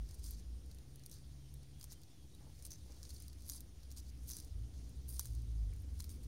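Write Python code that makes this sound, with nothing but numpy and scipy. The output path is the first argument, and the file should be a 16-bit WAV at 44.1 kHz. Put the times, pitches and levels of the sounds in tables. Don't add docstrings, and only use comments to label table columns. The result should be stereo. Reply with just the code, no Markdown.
import sys
import numpy as np
from scipy import signal
from scipy.fft import rfft, irfft, next_fast_len
from scipy.io import wavfile
from scipy.ndimage import uniform_filter1d

SR = 44100
rng = np.random.default_rng(int(sys.argv[2]) if len(sys.argv) > 2 else 0)


def rack_gain(trim_db):
    fader = np.asarray(trim_db, float)
    return 10 ** (fader / 20)


def pcm_store(signal):
    levels = np.round(np.clip(np.atleast_2d(signal), -1, 1) * 32767)
    wavfile.write(sys.argv[1], SR, levels.astype(np.int16).T)


N = 276507

# time in seconds, peak in dB, loudest pitch
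# in Hz, brightness in dB.
VEINS = [(0.3086, -32, 11900, 12), (1.0619, -33, 9600, 0.5), (1.8116, -39.5, 4570, -8),
         (1.8414, -30.5, 10900, -3), (2.651, -31.5, 9150, 1), (2.6552, -36, 9300, -4),
         (2.6652, -33.5, 9000, 1), (2.706, -37, 6000, 0), (2.718, -33, 7160, -6), (2.7311, -41, 6000, -2),
         (3.0304, -35.5, 8900, -7), (3.491, -31, 10900, 2), (3.494, -39, 14500, 21),
         (3.4976, -21.5, 6200, -0.5), (3.5197, -32, 10700, -5), (3.606, -33, 11800, -1.5),
         (4.2812, -33, 10900, 10), (4.2928, -31, 10900, -1), (4.3011, -27.5, 10900, 0),
         (4.3093, -28, 6000, -5), (4.317, -27, 6200, 1), (4.3337, -30.5, 6000, -2), (4.3675, -30, 8100, 1),
         (5.0914, -30, 14600, 14), (5.1414, -37, 9000, 14), (5.1943, -16.5, 6000, 3),
         (5.2102, -32, 9890, 10), (5.256, -31, 9300, -1), (6.0041, -29.5, 9100, -8),
         (6.0422, -34.5, 5300, 1),
         (0.1454, -43, 9200, 9), (0.143, -45, 5470, 0), (0.2683, -49, 9000, 2),
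              (0.3837, -52, 5740, -9), (1.797, -45, 9200, 3), (1.859, -57, 9000, 4), (3.572, -48, 6200, 13),
              (3.298, -50, 4473, -16), (3.222, -39.5, 9200, 5), (3.146, -44, 5500, -4),
              (5.7626, -49.5, 8830, 8), (5.8007, -61, 8500, 8), (5.821, -51, 12500, 14),
              (0.241, -39, 5460, -4), (0.3136, -45, 11700, 0), (1.1139, -36, 6000, -1),
              (1.1252, -43, 11860, 17), (1.8279, -38, 9330, -4), (1.9207, -37.5, 6900, -4),
              (1.926, -38, 11400, -5), (2.624, -39.5, 9200, -5), (3.037, -46, 9600, -13),
              (3.052, -44, 4200, -15), (3.1414, -42, 10700, 14), (3.201, -40, 9700, 15),
              (3.281, -34.5, 4930, 0.5), (3.4844, -39, 12170, 11), (3.915, -37.5, 6000, -1),
              (3.966, -42, 4600, 1), (3.9821, -36, 9400, -2), (4.2736, -41, 9500, 9), (4.289, -32, 6150, 2),
              (4.3865, -37, 10800, -11), (5.0885, -37, 9060, 14), (5.0997, -38, 10200, 14),
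              (5.107, -35, 9200, 16), (5.135, -41, 9000, 11), (5.166, -40, 9000, -10),
              (5.27, -37, 9250, -6), (6.0002, -38, 8900, -6), (6.022, -39, 8800, -1),
              (6.093, -39.5, 8700, -6)]
# time in seconds, peak in dB,
# loudest pitch in Hz.
TICKS = [(0.0886, -49, 5900), (0.6611, -50, 8900), (0.7132, -43, 4500), (0.7471, -46, 10200),
         (0.7856, -45.5, 4180), (0.9583, -42.5, 9600), (0.9951, -48, 4690), (1.0963, -45, 8800),
         (1.54, -43, 10700), (1.6307, -49.5, 9070), (2.0168, -46.5, 8900), (2.034, -47, 4370),
         (2.349, -46, 9300), (2.921, -42.5, 5462), (3.0925, -40.5, 5060), (3.33, -46.5, 4441),
         (3.4063, -46, 9600), (3.4211, -41.5, 8370), (3.8326, -47.5, 4330), (3.9043, -47, 4150),
         (4.0005, -42, 6000), (4.447, -42, 9300), (4.8932, -47, 9400), (5.246, -41, 10200),
         (5.334, -46, 9200), (5.42, -47, 8900), (5.7357, -47, 8600), (5.083, -42, 12100),
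         (0.0912, -47, 5080), (0.1103, -45, 5000), (0.1513, -47, 8790), (0.3256, -48, 8790),
             (0.3344, -47, 11540), (1.0365, -43, 4200), (1.057, -49, 9300), (1.1168, -48, 5860),
             (1.1195, -49, 8610), (1.1289, -43, 4080), (1.1399, -42, 9050), (1.9026, -48, 5510),
             (1.9304, -38, 10510), (1.9376, -50, 15420), (2.5911, -50, 5940), (2.6617, -39, 9390),
             (2.6728, -41, 11630), (2.7368, -42, 6030), (2.9628, -50, 5360), (3.0502, -48, 8870),
             (3.0957, -56, 4900), (3.1286, -54, 6370), (3.1635, -43, 4620), (3.1684, -52, 9390),
             (3.4458, -51, 6030), (3.4565, -51, 10700), (3.4645, -45, 11970), (3.4679, -52, 9390),
             (3.4756, -50, 10700), (3.9074, -50, 4740), (3.9223, -43, 7020), (3.9644, -48, 4954),
             (4.2592, -52, 9650), (4.2642, -51, 10620), (4.2766, -46, 10750), (4.3128, -32, 9470),
             (4.4242, -52, 9300), (5.125, -44, 10000), (5.2289, -47, 10340), (5.2532, -49, 9220),
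             (5.3503, -42, 9200), (5.3529, -54, 5510), (5.9923, -42, 8870), (6.1374, -59, 8300),
             (6.2369, -56, 8700)]
# peak time in seconds, tearing level in dB, dying time in
# seconds, brightness in dB.
RIPS = [(0.243, -51, 0.078, 4), (.312, -67, .05, -8), (.717, -67, 0.065, -8), (1.063, -63, .011, 5),
        (1.121, -54, 0.08, -2), (2.715, -56.5, 0.068, -5), (2.91, -63, 0.22, -12), (3.036, -62, 0.18, -9),
        (3.094, -55, 0.031, -2), (3.229, -60.5, 0.11, 1), (3.499, -52, 0.094, 7.5), (3.92, -58, 0.017, -9),
        (3.975, -46.5, 0.026, -2), (4.311, -51, 0.076, -4), (4.42, -58.5, 0.12, -3), (4.742, -61, 0.38, -8),
        (5.087, -55, 0.091, 9), (5.141, -53.5, 0.18, 6.5), (5.2, -45.5, 0.033, -8), (5.225, -64, 0.74, -15),
        (5.8, -69, 0.042, 7), (1.812, -66, .015, -3), (6.004, -63.5, 0.23, 2), (6.103, -56.5, 0.059, 6.5)]
# peak time in seconds, tearing level in dB, build-up in
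# seconds, brightness in dB.
PULLS = [(.147, -61, 0.19, -1), (.345, -53, 0.15, -5), (.395, -58, 0.045, -1), (.195, -58.5, 0.02, 0.5),
         (1.839, -61, 0.063, 5), (1.929, -53, 0.039, 1.5), (2.661, -62.5, 0.26, 1), (3.223, -59, 0.57, -1),
         (3.484, -66, 0.037, 14), (3.575, -50.5, 0.17, 0), (4.095, -60, 0.12, -3), (4.286, -56.5, 0.027, 4),
         (4.402, -52.5, 0.17, 3), (5.997, -65, 0.1, 3), (6.239, -59, 0.022, 3.5), (2.674, -61, .02, 1),
         (2.711, -61, 0.013, 5), (1.842, -61, 0.0085, -5)]
# start in seconds, length in seconds,
# pitch in Hz, dB over the tearing.
SINGING = [(0.1, 0.061, 9100, -7), (0.226, 0.23, 9400, -20), (1.04, .03, 9300, -3), (1.143, .08, 4700, -6),
           (1.894, 0.031, 5600, -5), (2.638, .04, 9250, 3), (2.699, 0.066, 6130, 6.5),
           (3.02, .27, 9000, -7), (3.043, .2, 4600, -18), (3.45, 0.13, 10900, -4),
           (3.517, 0.051, 4940, -23), (3.532, .05, 8500, -9), (4.257, 0.14, 10900, -7),
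           (4.282, 0.13, 6000, -3), (4.381, .04, 4900, -12), (5.07, 0.18, 9600, -3), (6.08, .07, 8900, -11)]
# frequency in Hz, left in dB, right in dB.
LEAF = [(600, -43.5, -43.5), (980, -27, -14.5), (2400, -14.5, -17), (3020, -21, -14), (3430, -5.5, -6.5),
        (3580, -9, -3.5), (4800, -11.5, -2), (6000, -5.5, -3.5), (7300, -3.5, -5.5), (7970, -6.5, -5),
        (8700, -3.5, 6.5), (9500, -3, 3), (10800, -8.5, 0), (11900, -5, 0), (17700, -14.5, 0.5)]
# time in seconds, peak in dB, pitch in Hz.
KNOCKS = [(0.241, -66, 1490), (1.842, -64.5, 1060), (1.92, -64, 887.5), (2.655, -68, 980),
          (2.715, -65, 2236), (3.03, -85, 929), (3.518, -75, 1810), (3.551, -62.5, 1040),
          (4.302, -59.5, 1530), (5.195, -53.5, 1160), (5.208, -63, 1492), (5.255, -61, 1370),
          (6.0, -58.5, 1140), (6.005, -76, 1040), (6.042, -59.5, 1070)]
# time in seconds, peak in dB, pitch
# in Hz.
SCUFFS = [(2.408, -77, 676), (2.428, -83, 810), (2.478, -85, 850), (2.86, -79, 480), (2.94, -82, 520),
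          (2.445, -80, 650), (2.464, -74, 490), (2.493, -78.5, 630), (2.713, -77, 389.6), (2.878, -80, 600),
          (2.895, -75, 493), (2.917, -79, 645), (2.965, -80, 600), (5.728, -72, 2110)]
# time in seconds, engine firing rate in Hz, load level in dB.
REV = [(4.4, 45.76, -63), (4.567, 52.36, -41.5), (4.648, 58.3, -39.5), (4.717, 58.3, -57),
       (4.768, 57.5, -46), (4.916, 61.93, -56), (5.002, 64.6, -49), (5.122, 61.4, -46), (5.25, 64.7, -53)]
# time in seconds, engine firing rate in Hz, load level in dB.
SLOW = [(5.229, 61.9, -63), (5.319, 56.7, -39), (5.504, 56.6, -43), (5.606, 52.74, -33.5),
        (5.706, 48.65, -38.5), (5.801, 45.8, -58), (5.9, 44, -80), (5.95, 41.2, -76)]
# time in seconds, engine firing rate in Hz, load level in dB.
IDLE = [(0.441, 60.9, -42), (.9, 64.03, -70), (1.5, 64.4, -57.5), (2.0, 61.72, -62.5), (2.45, 59.25, -63),
        (2.7, 65, -53), (3.3, 65.63, -57), (3.75, 62.33, -56.5), (4.0, 60.85, -51), (4.25, 60.5, -49),
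        (4.379, 60, -63)]
# level in dB at a load of -45 dB, share of the load it follows,
# speed waver as a share.
SECOND = [
    (-56.5, 1, 0.021),
    (-51, 0.038, 0.022),
]
IDLE_SECOND = (-68.5, 1, 0.03)
# time in seconds, pitch in Hz, level in dB.
HUMS = [
    [(0, 134.4, -57), (.35, 131.6, -85), (.7, 132.8, -67), (.9, 135, -59.5), (1.1, 135.1, -66),
     (1.4, 134.9, -58), (1.9, 135, -63.5), (2.2, 135.3, -70.5), (2.5, 133.4, -62), (2.85, 137.7, -73)],
    [(4.25, 69.8, -68), (4.4, 71.9, -64), (4.52, 77, -51), (4.62, 89.7, -57), (4.7, 97, -61)],
    [(5.5, 165, -71), (5.7, 144, -61), (5.85, 140, -69)],
    [(1.2, 90, -75), (2.1, 92, -66), (2.5, 88, -73), (3.4, 87, -61), (4.2, 85, -68)],
    [(5.7, 57.4, -51), (5.82, 63.3, -52), (5.97, 60.3, -44)],
    [(5.88, 82.3, -58), (6.0, 80, -42.5), (6.15, 75.4, -60.5), (6.27, 76.1, -51)],
    [(0, 49.4, -35), (.1, 52.6, -52), (.36, 51.6, -46.5), (.46, 51.3, -61)],
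]
# time in seconds, level in dB.
TRAFFIC = [(0, -51.5), (.5, -51), (0.901, -56), (1.4, -58.5), (2.1, -59.5), (2.42, -54), (2.56, -59.5),
           (2.679, -54.5), (3.3, -54), (3.75, -60), (4.2, -52), (4.45, -52.5), (5.2, -49), (5.8, -49.5),
           (6.27, -45)]
# frequency in Hz, level in dB per Hz.
RUMBLE = [(15, -46), (25, -61), (39, -13), (59, 17), (107, -8), (140, -24), (161, -9), (220, -19),
          (290, -57), (480, -120)]
# frequency in Hz, level in dB per Hz.
ROAR = [(59, -37.5), (100, -4), (182, -18), (284, -14.5), (376, -23), (494, -23.5), (573, -30.5),
        (964, -39.5), (1500, -40.5), (1950, -98), (3300, -120)]
# start in seconds, length in seconds, start pitch in Hz, end pitch in Hz, level in dB.
BIRD = [
    (1.392, 0.115, 3230, 3000, -80.5),
    (1.768, 0.085, 3390, 3130, -78),
    (1.946, 0.045, 3230, 3040, -78),
    (2.105, .075, 3570, 3420, -82),
    (2.172, 0.095, 3350, 3250, -80),
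    (2.33, 0.032, 3870, 3850, -72),
]
# frequency in Hz, level in dB per Hz.
HISS = [(410, -18.5), (700, 0.5), (865, -7), (1450, -9), (1740, -6.5), (2550, -7), (3240, -4.5), (5940, -3),
        (7050, -7), (7730, -12.5), (9300, -2.5), (11200, -11.5), (15200, -13), (15800, -17.5), (16400, -73)]
# frequency in Hz, likeness from 0 to 1.
SAME = [(50, 0.94), (130, 0.9), (260, 1), (550, 0.17), (1500, 0.065), (5000, 0.01)]
# frequency in Hz, left minus right in dB.
SIDE_DB = [(60, -1.5), (130, -10.5), (290, -5), (640, -1), (1410, -1.5), (3100, -4), (6820, -6), (15000, 0)]

CRACK_RISE_S, CRACK_S = 0.00021, 0.00057
CRACKLE_S, CRACKLE_SHARE = 0.0043, 0.14
TICK_BRIGHT_DB, BRIGHT_DB_PER_OCTAVE = -4.5, 4
RIP_RISE_S, PULL_DROP_S = 0.011, 0.017
TEAR_DELAY_S = 0.00052
STEP_DB = 15
ROUNDING = 1.35
SING_WIDTH_HZ = 390
PORT_LAG_SAMPLES = 8
BASS_TURN_RAD = 0.42
ROAR_DB, ROAR_FOLLOWS = -63, 0.37


def snaps():
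    hz, t, out = np.fft.rfftfreq(1024, 1 / SR), np.arange(512) / SR, np.zeros((2, N))
    breaks = [*VEINS, *ticks()]
    chance = rng.standard_normal((len(breaks), 2, len(t)))
    force = np.clip((np.array(breaks)[:, 1:2] + 46) / 14, 0, 1)
    chance[:, :, 9] += 3.5 * force * np.sign(chance[:, :, 9])
    fading = np.exp(-t / CRACK_S) + CRACKLE_SHARE * np.exp(-t / CRACKLE_S)
    shape = (1 - np.exp(-t / CRACK_RISE_S)) * fading
    z = rfft(chance * shape, 1024)
    cracks = irfft(z / uniform_filter1d(abs(z), size=21))[..., :len(t)]
    for (s, db, ring_hz, bright_db), (a, b) in zip(breaks, cracks):
        colour_db = leaf_colour(hz, ring_hz, ring_db=7.0, width=.11) + brightened(hz, bright_db - 2.5)
        crack = signal.fftconvolve(ports(a, b, alike=.75), causal(colour_db)[:, :256], axes=1)
        loudness = np.sqrt(np.mean(abs(signal.hilbert(crack)).max(1) ** 2))
        add(out, s, rack_gain(db) * crack / loudness)
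    return out


def ticks():
    rows = []
    for s, db, hz in TICKS:
        rows.append((s, db, hz, TICK_BRIGHT_DB + BRIGHT_DB_PER_OCTAVE * np.log2(hz / 5000)))
    return rows


def tearing():
    hz, cells = np.fft.rfftfreq(1024, 1 / SR), np.zeros((2, N))
    for ring_hz in (4350, 4800, 6200, 8900, 9600, 10900):
        size = rack_gain(3.4 * rng.exponential(1, (2, N)).clip(0, 3.2)) * rng.standard_normal((2, N))
        turn = rack_gain(3.8 * evened(uniform_filter1d(rng.standard_normal(N), size=500)))
        bursting = rng.random((2, N)) < 1800 / SR
        bursts = ports(*(size * turn * bursting), alike=.55)
        patch = causal(leaf_colour(hz, ring_hz, ring_db=10.0, width=.07))[:, :256]
        cells += signal.oaconvolve(bursts, patch, axes=1)[:, :N]
    dull = signal.oaconvolve(cells, signal.firwin(65, 8000, fs=SR)[None], "same")
    bright = cells - dull
    effort, shine = strain()
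    fizz = evened(dull) * effort + evened(bright) * shine
    return rack_gain(-7.0) * (fizz + singing(cells, np.minimum(effort, 2 * shine)))


def strain():
    effort, shine = np.zeros((2, N))
    t = np.arange(N) / SR - TEAR_DELAY_S
    rips = [(s, db, RIP_RISE_S, dying, bright) for s, db, dying, bright in RIPS]
    pulls = [(s, db, build, PULL_DROP_S, bright) for s, db, build, bright in PULLS]
    for s, db, rise, fall, bright_db in rips + pulls:
        near = slice(max(round((s - 2 * rise) * SR), 0), round((s + 2 * fall) * SR))
        steps = np.maximum((s - t[near]) / rise, (t[near] - s) / fall)
        power = rack_gain(2 * (db - STEP_DB * steps ** ROUNDING))
        effort[near] += power
        shine[near] += power * rack_gain(2 * bright_db)
    return np.sqrt(effort), np.sqrt(shine)


def singing(cells, level):
    out = np.zeros((2, N))
    for s, length, hz, db in SINGING:
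        near = slice(round(s * SR), round((s + length) * SR))
        ring = signal.lfilter(*signal.iirpeak(hz, hz / SING_WIDTH_HZ, fs=SR), cells[:, near])
        out[:, near] += rack_gain(db) * evened(ring) * level[near] * signal.windows.tukey(ring.shape[1], .3)
    return out


def leaf_colour(hz, ring_hz, ring_db, width):
    f, left, right = np.transpose(LEAF)
    ring = ring_db * np.exp(-(np.log(hz / ring_hz + 1e-9) / width) ** 2)
    return np.array([np.interp(np.log(hz + 1), np.log(f), db) for db in (left, right)]) + ring


def brightened(hz, bright_db):
    return bright_db * (1 / (1 + np.exp((8000 - hz) / 500)) - .5)


def ports(near, other, alike):
    alike = np.clip(alike, 0, 1)
    return np.array([near, alike * np.roll(near, PORT_LAG_SAMPLES) + np.sqrt(1 - alike ** 2) * other])


def knocks(table, cycles, rough, overtone):
    out = np.zeros((2, N))
    for (s, db, hz), puff in zip(table, rng.standard_normal((len(table), 2, 1500))):
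        turns = np.arange(1500) / SR * hz
        puff = signal.lfilter(*signal.butter(2, [.55 * hz, 1.6 * hz], "band", fs=SR), puff)
        modes = np.sin(2 * np.pi * turns) + overtone * np.sin(2 * np.pi * 1.2 * turns)
        blow = modes + rough * evened(puff)
        add(out, s, rack_gain(db) * blow * (1 - np.exp(-turns / (0.021 * cycles))) * np.exp(-turns / cycles))
    return out * rack_gain([[-1.5], [1.5]])


def pen(x):
    t = np.arange(3000) / SR
    taps = rng.choice([-1., 1.], (2, len(t))) * (rng.random((2, len(t))) < .12) * (t > .0012)
    tail = taps * rack_gain(-60 * t / 0.029)
    return signal.oaconvolve(x, tail / np.linalg.norm(tail, axis=1, keepdims=True), axes=1)[:, :N]


def engines():
    out = np.zeros(N)
    for rows, second in zip([REV, SLOW, IDLE], [*SECOND, IDLE_SECOND]):
        low_tone(out, rows, *second)
    return out * rack_gain([[-1.7], [1.5]])


def hums():
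    out = np.zeros(N)
    for rows in HUMS:
        low_tone(out, rows, second_db=-120, follows=0, waver=.004)
    return out * rack_gain([[-1.7], [1.5]])


def low_tone(mix, rows, second_db, follows, waver):
    s, (hz, load_db) = curves(rows)
    hz = hz * (1 + waver * evened(uniform_filter1d(rng.standard_normal(len(hz)), size=2500)))
    turns, edge = np.cumsum(hz) / SR, np.arange(len(hz))
    orders = -rack_gain(load_db) * np.cos(2 * np.pi * turns)
    orders += rack_gain(second_db + follows * (load_db + 45)) * np.sin(4 * np.pi * turns)
    fade = np.clip(np.minimum(edge + (s == 0) * N, edge[::-1]) / 2000, 0, 1)
    add(mix, s, np.sqrt(2) * orders * fade)


def traffic():
    loud_db = np.interp(np.arange(N) / SR, *np.transpose(TRAFFIC))
    rumble = noise(RUMBLE, size=4096, patchy_db=-0.5) * rack_gain(loud_db)
    return rumble + noise(ROAR, size=2048, patchy_db=1.5) * rack_gain(ROAR_DB + ROAR_FOLLOWS * (loud_db + 55))


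def turned(x):
    half_turn = np.exp([[-.5j * BASS_TURN_RAD], [.5j * BASS_TURN_RAD]])
    return (signal.hilbert(x, next_fast_len(N))[:, :N] * half_turn).real


def bird():
    out = np.zeros(N)
    for s, length, start_hz, end_hz, db in BIRD:
        hz = np.linspace(start_hz, end_hz, int(length * SR))
        waver, flutter = uniform_filter1d(rng.standard_normal((2, len(hz))), size=300)
        hz = hz + 18 * evened(waver)
        level = rack_gain(db - 2.5 + 2 * evened(flutter))
        whistle = np.sqrt(2) * np.sin(2 * np.pi * np.cumsum(hz) / SR)
        add(out, s, level * whistle * signal.windows.tukey(len(hz), .35))
    return out * rack_gain([[-3.0], [2.5]])


def hiss():
    return rack_gain(-71) * noise(HISS, size=512, patchy_db=1.6)


def noise(colour, size, patchy_db):
    frames, hz = 4 * N // size + 9, np.fft.rfftfreq(size, 1 / SR)
    a, b, c, d, patches = rng.standard_normal((frames, len(hz), 5)).T
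    patches = evened(uniform_filter1d(uniform_filter1d(patches, size=12, axis=0), size=10, axis=1))
    same = np.clip(read(SAME, hz), -1, 1)[:, None]
    left = a + 1j * b
    z = np.array([left, same * left + np.sqrt(1 - same ** 2) * (c + 1j * d)])
    z *= rack_gain(read(colour, hz)[:, None] + patchy_db * patches)
    z *= rack_gain(np.outer([.5, -.5], read(SIDE_DB, hz)))[..., None]
    out = signal.istft(z, nperseg=size, noverlap=3 * size // 4)[1][:, size:N + size]
    return out / np.sqrt(np.mean(out.mean(0) ** 2))


def evened(x):
    return x / np.sqrt(np.mean(x ** 2) + 1e-20)


def read(points, hz):
    f, value = np.transpose(points)
    return np.interp(np.log(hz + 1), np.log(f + 1), value)


def curves(rows):
    s, *columns = np.transpose(rows)
    t = np.arange(s[0], s[-1], 1 / SR)
    return s[0], [np.interp(t, s, c) for c in columns]


def add(mix, s, sound):
    part = mix[..., round(s * SR):][..., :sound.shape[-1]]
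    part += sound[..., :part.shape[-1]]


def causal(db):
    cepstrum = irfft(np.maximum(db, -100) * np.log(10) / 20)
    middle = cepstrum.shape[-1] // 2
    cepstrum[..., 1:middle] *= 2
    cepstrum[..., middle + 1:] = 0
    return irfft(np.exp(rfft(cepstrum)))


def scene():
    leaf = snaps() + tearing()
    leaf += knocks(KNOCKS, cycles=1.7, rough=0.76, overtone=1.0)
    leaf += knocks(SCUFFS, cycles=10.6, rough=3.1, overtone=0)
    road = turned(traffic() + engines() + hums())
    return leaf + rack_gain(-12.5) * pen(leaf) + road + bird() + hiss()


def top_cut(x):
    return signal.sosfilt(signal.butter(12, 16690, fs=SR, output="sos"), x)


def record(dry):
    x = signal.sosfiltfilt(signal.butter(2, 40.0, "high", fs=SR, output="sos"), dry, padtype="even")
    x = signal.oaconvolve(x, signal.firwin(255, 15900., window=("kaiser", 5), fs=SR)[None], "same")
    return top_cut(x - .0011)


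dry = scene()
out = record(dry)
pcm_store(out)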